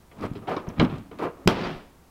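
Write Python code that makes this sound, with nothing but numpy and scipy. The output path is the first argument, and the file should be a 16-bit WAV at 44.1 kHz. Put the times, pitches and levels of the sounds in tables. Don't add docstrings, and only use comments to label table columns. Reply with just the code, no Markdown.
import sys
import numpy as np
from scipy import signal
from scipy.io import wavfile
from scipy.ndimage import uniform_filter1d

SR = 44100
rng = np.random.default_rng(int(sys.argv[2]) if len(sys.argv) > 2 else 0)


def wrap_up_sound(samples):
    columns = np.atleast_2d(samples).T
    tamed = np.clip(columns, -1, 1)
    steps = np.round(tamed * 32767).astype(np.int16)
    wavfile.write(sys.argv[1], SR, steps)


def boost(x):
    u = np.asarray(x, float) / 20
    return 10 ** u


N = 92610

# hz, level_db (per Hz)
AIR_COLOUR = [(15, 3), (25, 4.5), (166, 1.5), (624, -8.5), (796, -7), (863, -7.5), (2410, -19), (2610, -20),
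              (16000, -26)]
AIR_DB = -55.5
HUM_HZ, HUM_DB = 64.3, -62

# start_s, rise_s, hold_s, fall_t60_s, level_db
RIM_SCRAPES = [(.11, 0.0065, 0.011, 0.96, -53), (.14, 0.085, 0.012, .2, -44),
               (1.11, 0.0042, 0.015, 0.16, -47), (.205, 0.038, 0.012, 0.095, -30.5),
               (.41, 0.01, 0.047, 0.35, -46.5), (.468, 0.013, 0.061, 0.11, -29.5),
               (1.481, 0.0017, 0.021, 0.17, -26.5), (.564, 0.0014, 0.0046, 0.12, -27),
               (.6, 0.007, 0.089, 0.51, -44.5), (.797, 0.0013, 0.0081, 0.23, -20.5),
               (1.18, 0.019, 0.019, 0.33, -32.5), (1.195, 0.034, 0.03, 0.17, -27),
               (1.32, 0.014, 0.35, 0.58, -50)]
# hz, level_db (per Hz)
SCRAPE_COLOUR = [(18, -49), (30, -26.5), (355, 3.5), (600, -1.5), (866, -5.5), (1250, -6), (1760, -15.5),
                 (2800, -23.5), (16000, -72.5)]
# start_s, rise_s, hold_s, fall_t60_s, level_db
LID_RUMBLES = [
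    (.13, 0.096, 0.0045, 0.55, -33),
    (.35, 0.0033, 0.005, 0.35, -38.5),
    (.665, 0.0046, 0.016, 0.45, -37),
    (.74, 0.074, 0.0026, 0.21, -24),
    (.797, 0.0049, 0.038, 0.59, -30),
    (.89, 0.0086, 0.024, 0.4, -32.5),
    (1.11, 0.0045, 0.063, 0.94, -45),
    (1.62, 0.051, 0.042, 0.39, -46.5),
]
# hz, level_db (per Hz)
RUMBLE_COLOUR = [(18, -53), (30, -12), (266, -2.5), (426, -14.5), (760, -16.5), (1220, -20), (1860, -25.5),
                 (3400, -30.5), (16000, -92)]
# start_s, rise_s, hold_s, fall_t60_s, level_db
GRIT_RUBS = [
    (.19, 0.042, 0.028, 0.057, -45.5),
    (.68, 0.012, .01, 0.058, -53.5),
    (.47, 0.021, 0.027, 0.22, -45),
    (.8, 0.01, 0.04, 0.06, -46),
    (1.185, 0.0023, 0.013, 0.13, -47),
    (1.2, 0.023, 0.026, 0.075, -45),
    (1.484, 0.0021, 0.0099, 0.17, -33.5),
]
# hz, level_db (per Hz)
GRIT_COLOUR = [(800, 2), (2300, 5), (3500, 0), (5000, -5.5), (7000, -13.5), (11000, -16), (16000, -19)]
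# start_s, rise_s, hold_s, fall_t60_s, level_db
PALM_SLIDES = [
    (.47, 0.011, 0.059, 0.093, -38.5),
    (.57, .005, 0.028, 0.13, -43),
    (.89, 0.014, 0.0078, 0.45, -45.5),
    (1.482, 0.0023, 0.008, 0.24, -20.5),
    (1.5, 0.067, 0.1, 0.49, -30),
    (1.6, 0.04, 0.04, 0.4, -36),
]
# hz, level_db (per Hz)
PALM_COLOUR = [(30, -26), (100, -8.5), (170, -0.5), (250, -3), (900, -10.5), (3300, -20), (5300, -30),
               (7000, -43), (16000, -67)]
# pitch_hz, width_hz, level_db (over the plain colour)
SHELL_MODES = [(107.4, 11, 19), (170, 112, 12), (258, 75, 5.5), (377, 55, 9.5), (480, 41, 6.5),
               (640, 110, 4), (680, 150, 2), (945, 150, 11), (1210, 114, 12.5), (2300, 270, 5)]

# hz, t60_s
ROOM_DECAY = [(100, 0.42), (500, 0.18), (2000, 0.17), (8000, 0.14)]
ROOM_DB = -17

# start_s, level_db, t60_s, top_hz
LATCH_CLICKS = [
    (0.112, -50, 0.089, 3170),
    (0.3532, -47, 0.11, 4420),
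    (0.4692, -38.5, 0.19, 3240),
    (0.5641, -37, 0.039, 5760),
    (0.785, -43, 0.097, 4500),
    (0.814, -39, 0.037, 6560),
    (0.8943, -46, 0.076, 3760),
    (1.113, -49.5, 0.061, 3400),
    (1.1853, -47.5, 0.073, 4400),
]
# start_s, level_db, t60_s, top_hz
LATCH_SNAPS = [(.1833, -54, .015, 8000), (.1938, -52, .015, 8000), (.2098, -44, .015, 9000),
               (.3345, -50, .015, 9000), (.376, -54, .02, 8000), (.9805, -48, .035, 8500),
               (.7972, -27, .014, 6800), (.7982, -17, .028, 4300), (.803, -26, .07, 3800),
               (1.4735, -23, .022, 15000), (1.4752, -15, .014, 12000), (1.4765, -18, .012, 6000),
               (.8295, -42, .025, 15000), (.8472, -33, .04, 3900), (.848, -46, .025, 13000),
               (.96, -54, .015, 9000)]
# pitch_hz, width_hz, level_db
LATCH_MODES = [(1300, 600, 1), (2200, 500, 3), (3100, 500, 2), (4000, 600, 0), (4950, 400, -1),
               (7500, 1200, -10), (13500, 1500, -12)]
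# start_s, peak_db, pitch_hz, t60_s
SOFT_BUMPS = [
    (.2, -40, 60.5, 0.071),
    (.3, -43, 55, 0.045),
    (0.678, -25.5, 62, 0.054),
    (.92, -56, 45, .1),
    (1.657, -27.5, 55.3, 0.098),
    (1.752, -33.5, 33.3, 0.14),
]
# start_s, peak_db, pitch_hz, t60_s
SHELL_THUDS = [(.251, -10, 206, 0.015), (0.3138, -12.5, 169, 0.022), (0.329, -23.5, 170, 0.03),
               (0.6825, -15, 185, 0.023), (0.7934, -7.5, 146, 0.025), (0.8064, -7.5, 230, 0.019),
               (.82, -13, 233, 0.019), (0.8464, -15, 219, 0.054), (0.793, -14.5, 97.5, 0.049),
               (0.8137, -6, 263, 0.019), (0.839, -10, 212, 0.036), (.231, -18, 250, 0.019),
               (0.8265, -3.5, 241.6, 0.04), (0.925, -21.5, 170, 0.13), (1.4589, -12.5, 170, 0.066)]
# start_s, peak_db, pitch_hz, t60_s
PANEL_RINGS = [(0.224, -32.5, 1210, 0.067), (.357, -30, 399, 0.087), (0.421, -34, 214, 0.091),
               (.483, -23.5, 755, 0.14), (.525, -31, 598, 0.19), (.574, -29.5, 1042, 0.094),
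               (.575, -32.5, 1254, 0.092), (.572, -31, 496, 0.085), (0.841, -17, 258, 0.1),
               (.806, -15, 390, .07), (.822, -17, 335, .09), (.81, -17, 150, .12), (1.481, -15, 285, .07),
               (1.0, -34, 215, .12), (1.113, -38.5, 442, 0.09), (1.26, -28.5, 480, 0.22),
               (1.474, -8.5, 377, 0.023)]
# start_s, length_s, from_hz, to_hz, level_db, overtone_db
SEAL_SQUEAKS = [
    (.6882, .0034, 6800, 5000, -41, -12),
    (.692, .004, 5400, 5300, -56, -30),
    (1.628, .03, 4680, 4640, -43, -40),
    (.26, .008, 7950, 7900, -56, -40),
]
# start_s, peak_db, pitch_hz, t60_s
STIFF_PINGS = [(1.4748, -14, 626, .02), (1.4752, -14.5, 1020, 0.02), (1.4755, -13.5, 1390, 0.015),
               (1.4752, -13.5, 2040, .016), (1.4757, -14, 2450, .013), (1.4753, -12, 2910, 0.017),
               (1.4756, -17, 3060, 0.015), (1.4754, -18, 3840, 0.012), (1.4753, -9, 4970, 0.012),
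               (1.4757, -16.5, 5470, 0.01), (1.4757, -25.5, 7440, 0.0084), (1.4757, -31, 9000, 0.0072),
               (1.4745, -27, 19000, .014), (1.476, -31, 13100, .012), (1.4765, -17, 2650, .012),
               (1.484, -24, 3250, .06), (.565, -33, 2300, .04), (.568, -39, 3750, 0.034),
               (.7985, -15.5, 1253, 0.016), (.799, -18, 1570, 0.019), (.7975, -15, 2210, .015),
               (.799, -25, 2850, 0.02), (.7985, -22.5, 3100, 0.014), (.7978, -26, 4000, .016),
               (.7972, -32, 3200, 0.013)]


def evened(x):
    return x / np.sqrt(np.mean(x ** 2) + 1e-20)


def read(points, hz):
    f, value = np.transpose(points)
    return np.interp(np.log(hz + 1), np.log(f + 1), value)


def add(mix, start_s, sound):
    part = mix[round(start_s * SR):][:len(sound)]
    part += sound[:len(part)]


def colour(x, points):
    hz = abs(np.fft.fftfreq(8192, 1 / SR))
    log_gain = np.log(boost(read(points, hz)))
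    response = np.exp(np.conj(signal.hilbert(log_gain)))
    taps = np.fft.ifft(response).real[:4096]
    return signal.oaconvolve(x, taps)[:len(x)]


def ring(x, modes):
    return sum(boost(db) * signal.lfilter(*signal.iirpeak(hz, hz / width, SR), x) for hz, width, db in modes)


def dying(t, peak_db, t60_s):
    return boost(peak_db - 60 * t / t60_s)


def air():
    hum_mode = [(HUM_HZ, 4, 0)]
    hum = ring(ring(rng.standard_normal(N), hum_mode), hum_mode)
    hum = hum / np.sqrt(uniform_filter1d(hum ** 2, size=6000))
    hiss = evened(colour(rng.standard_normal(N), AIR_COLOUR))
    return boost(AIR_DB) * hiss + boost(HUM_DB) * hum


def friction(strokes, spectrum, slips_per_s, spread_db, lumps_db, ring_db):
    strength = boost(spread_db * np.minimum(rng.exponential(size=N), 4))
    slips = rng.standard_normal(N) * strength * (rng.random(N) < slips_per_s / SR)
    wander = uniform_filter1d(rng.standard_normal(N), size=300)
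    wander = uniform_filter1d(wander, size=300)
    slips = slips * boost(lumps_db * evened(wander))

    steady = colour(slips, spectrum)
    scale = 1 / np.std(steady + boost(ring_db) * ring(steady, SHELL_MODES))

    t = np.arange(N) / SR
    power = np.zeros(N)
    for start, rise, hold, fall, db in strokes:
        swell = np.clip((t - start) / rise, 0, 1) ** 4
        since_release = np.maximum(t - start - rise - hold, 0)
        power += swell * dying(since_release, db, fall) ** 2
    drive = colour(slips * np.sqrt(power), spectrum)
    return scale * (drive + boost(ring_db) * ring(drive, SHELL_MODES))


def rim_scrape():
    return friction(RIM_SCRAPES, SCRAPE_COLOUR, slips_per_s=9800, spread_db=0.5, lumps_db=0.5, ring_db=-17.5)


def garage(x):
    taps = np.zeros(SR // 2)
    at = np.arange(300, len(taps) - 20, 20)
    taps[at + rng.integers(0, 20, len(at))] = rng.choice([-1., 1.], len(at))
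    hz, t, bands = signal.stft(taps, SR, nperseg=256)
    decay = boost(-60 * t / read(ROOM_DECAY, hz)[:, None])
    tail = signal.istft(bands * decay, SR, nperseg=256)[1]
    return signal.fftconvolve(x, tail / np.linalg.norm(tail))[:N]


def click(start_s, level_db, t60_s, top_hz):
    t = np.arange(0, .15, 1 / SR)
    noise = rng.standard_normal(len(t))
    lowpass = signal.butter(6, min(top_hz, SR / 2.2), fs=SR, output="sos")
    crack = signal.sosfilt(lowpass, boost(-12) * noise + ring(noise, LATCH_MODES))
    attack = np.minimum(t / (.0003 + .04 * t60_s), 1)
    return start_s, evened(crack) * attack * dying(t, level_db, t60_s)


def lid_rumble():
    return friction(LID_RUMBLES, RUMBLE_COLOUR, slips_per_s=4000, spread_db=2.5, lumps_db=1.0, ring_db=-12.5)


def grit_rub():
    return friction(GRIT_RUBS, GRIT_COLOUR, slips_per_s=9700, spread_db=0.5, lumps_db=1.0, ring_db=-10)


def thud(start_s, peak_db, pitch_hz, t60_s):
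    t = np.arange(0, .15, 1 / SR)
    swing = -np.sin(2 * np.pi * pitch_hz * t * (1 - 4.9 * t))
    attack = np.minimum(t * pitch_hz * 2.28, 1)
    return start_s, swing * attack * dying(t, peak_db, t60_s)


def panel(start_s, peak_db, pitch_hz, t60_s):
    t = np.arange(0, .3, 1 / SR)
    attack = np.minimum(t / 0.0016, 1)
    return start_s, np.sin(2 * np.pi * pitch_hz * t) * attack * dying(t, peak_db, t60_s)


def squeak(start_s, length_s, from_hz, to_hz, level_db, overtone_db):
    t = np.arange(0, length_s, 1 / SR)
    glide_hz = from_hz + (to_hz - from_hz) * t / length_s
    shake = 1 + .05 * rng.standard_normal(len(t))
    turn = 2 * np.pi * np.cumsum(glide_hz * shake) / SR
    whistle = np.sin(turn) + boost(overtone_db) * np.sin(2 * turn)
    return start_s, boost(level_db) * np.sin(np.pi * t / length_s) * whistle


def palm_slide():
    return friction(PALM_SLIDES, PALM_COLOUR, slips_per_s=14000, spread_db=1.16, lumps_db=0.2, ring_db=-24.0)


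def ping(start_s, peak_db, pitch_hz, t60_s):
    t = np.arange(0, .06, 1 / SR)
    attack = np.minimum(t / 0.00049, 1)
    return start_s, np.sin(2 * np.pi * pitch_hz * t) * attack * dying(t, peak_db, t60_s)


def slap():
    start_s, peak_db, pitch_hz, overtone_db = 1.4734, -10, 180, -4
    hold_s, t60_s = .0075, .014
    t = np.arange(0, .1, 1 / SR)
    turn = 2 * np.pi * pitch_hz * t
    swing = np.sin(turn) + boost(overtone_db) * np.sin(2 * turn)
    return start_s, swing * dying(np.maximum(t - hold_s, 0), peak_db, t60_s)


def scene():
    box = rim_scrape() + lid_rumble() + grit_rub() + palm_slide()
    struck = ((click, LATCH_CLICKS), (click, LATCH_SNAPS), (thud, SOFT_BUMPS), (thud, SHELL_THUDS),
              (panel, PANEL_RINGS), (squeak, SEAL_SQUEAKS), (ping, STIFF_PINGS))
    for source, events in struck:
        for event in events:
            add(box, *source(*event))
    add(box, *slap())
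    mix = box + boost(ROOM_DB) * garage(box) + air()
    return mix[None]


def roll_off(x):
    return signal.sosfilt(signal.butter(12, 16360, fs=SR, output="sos"), x)


def record(dry):
    limit, edge_hz = .55, 15950
    limited = dry / (1 + abs(dry / limit) ** 6) ** (1 / 6)
    lowpass = signal.firwin(255, edge_hz, fs=SR)
    mix = signal.oaconvolve(limited, lowpass[None], "same")
    return roll_off(mix)


dry = scene()
out = record(dry)
wrap_up_sound(out)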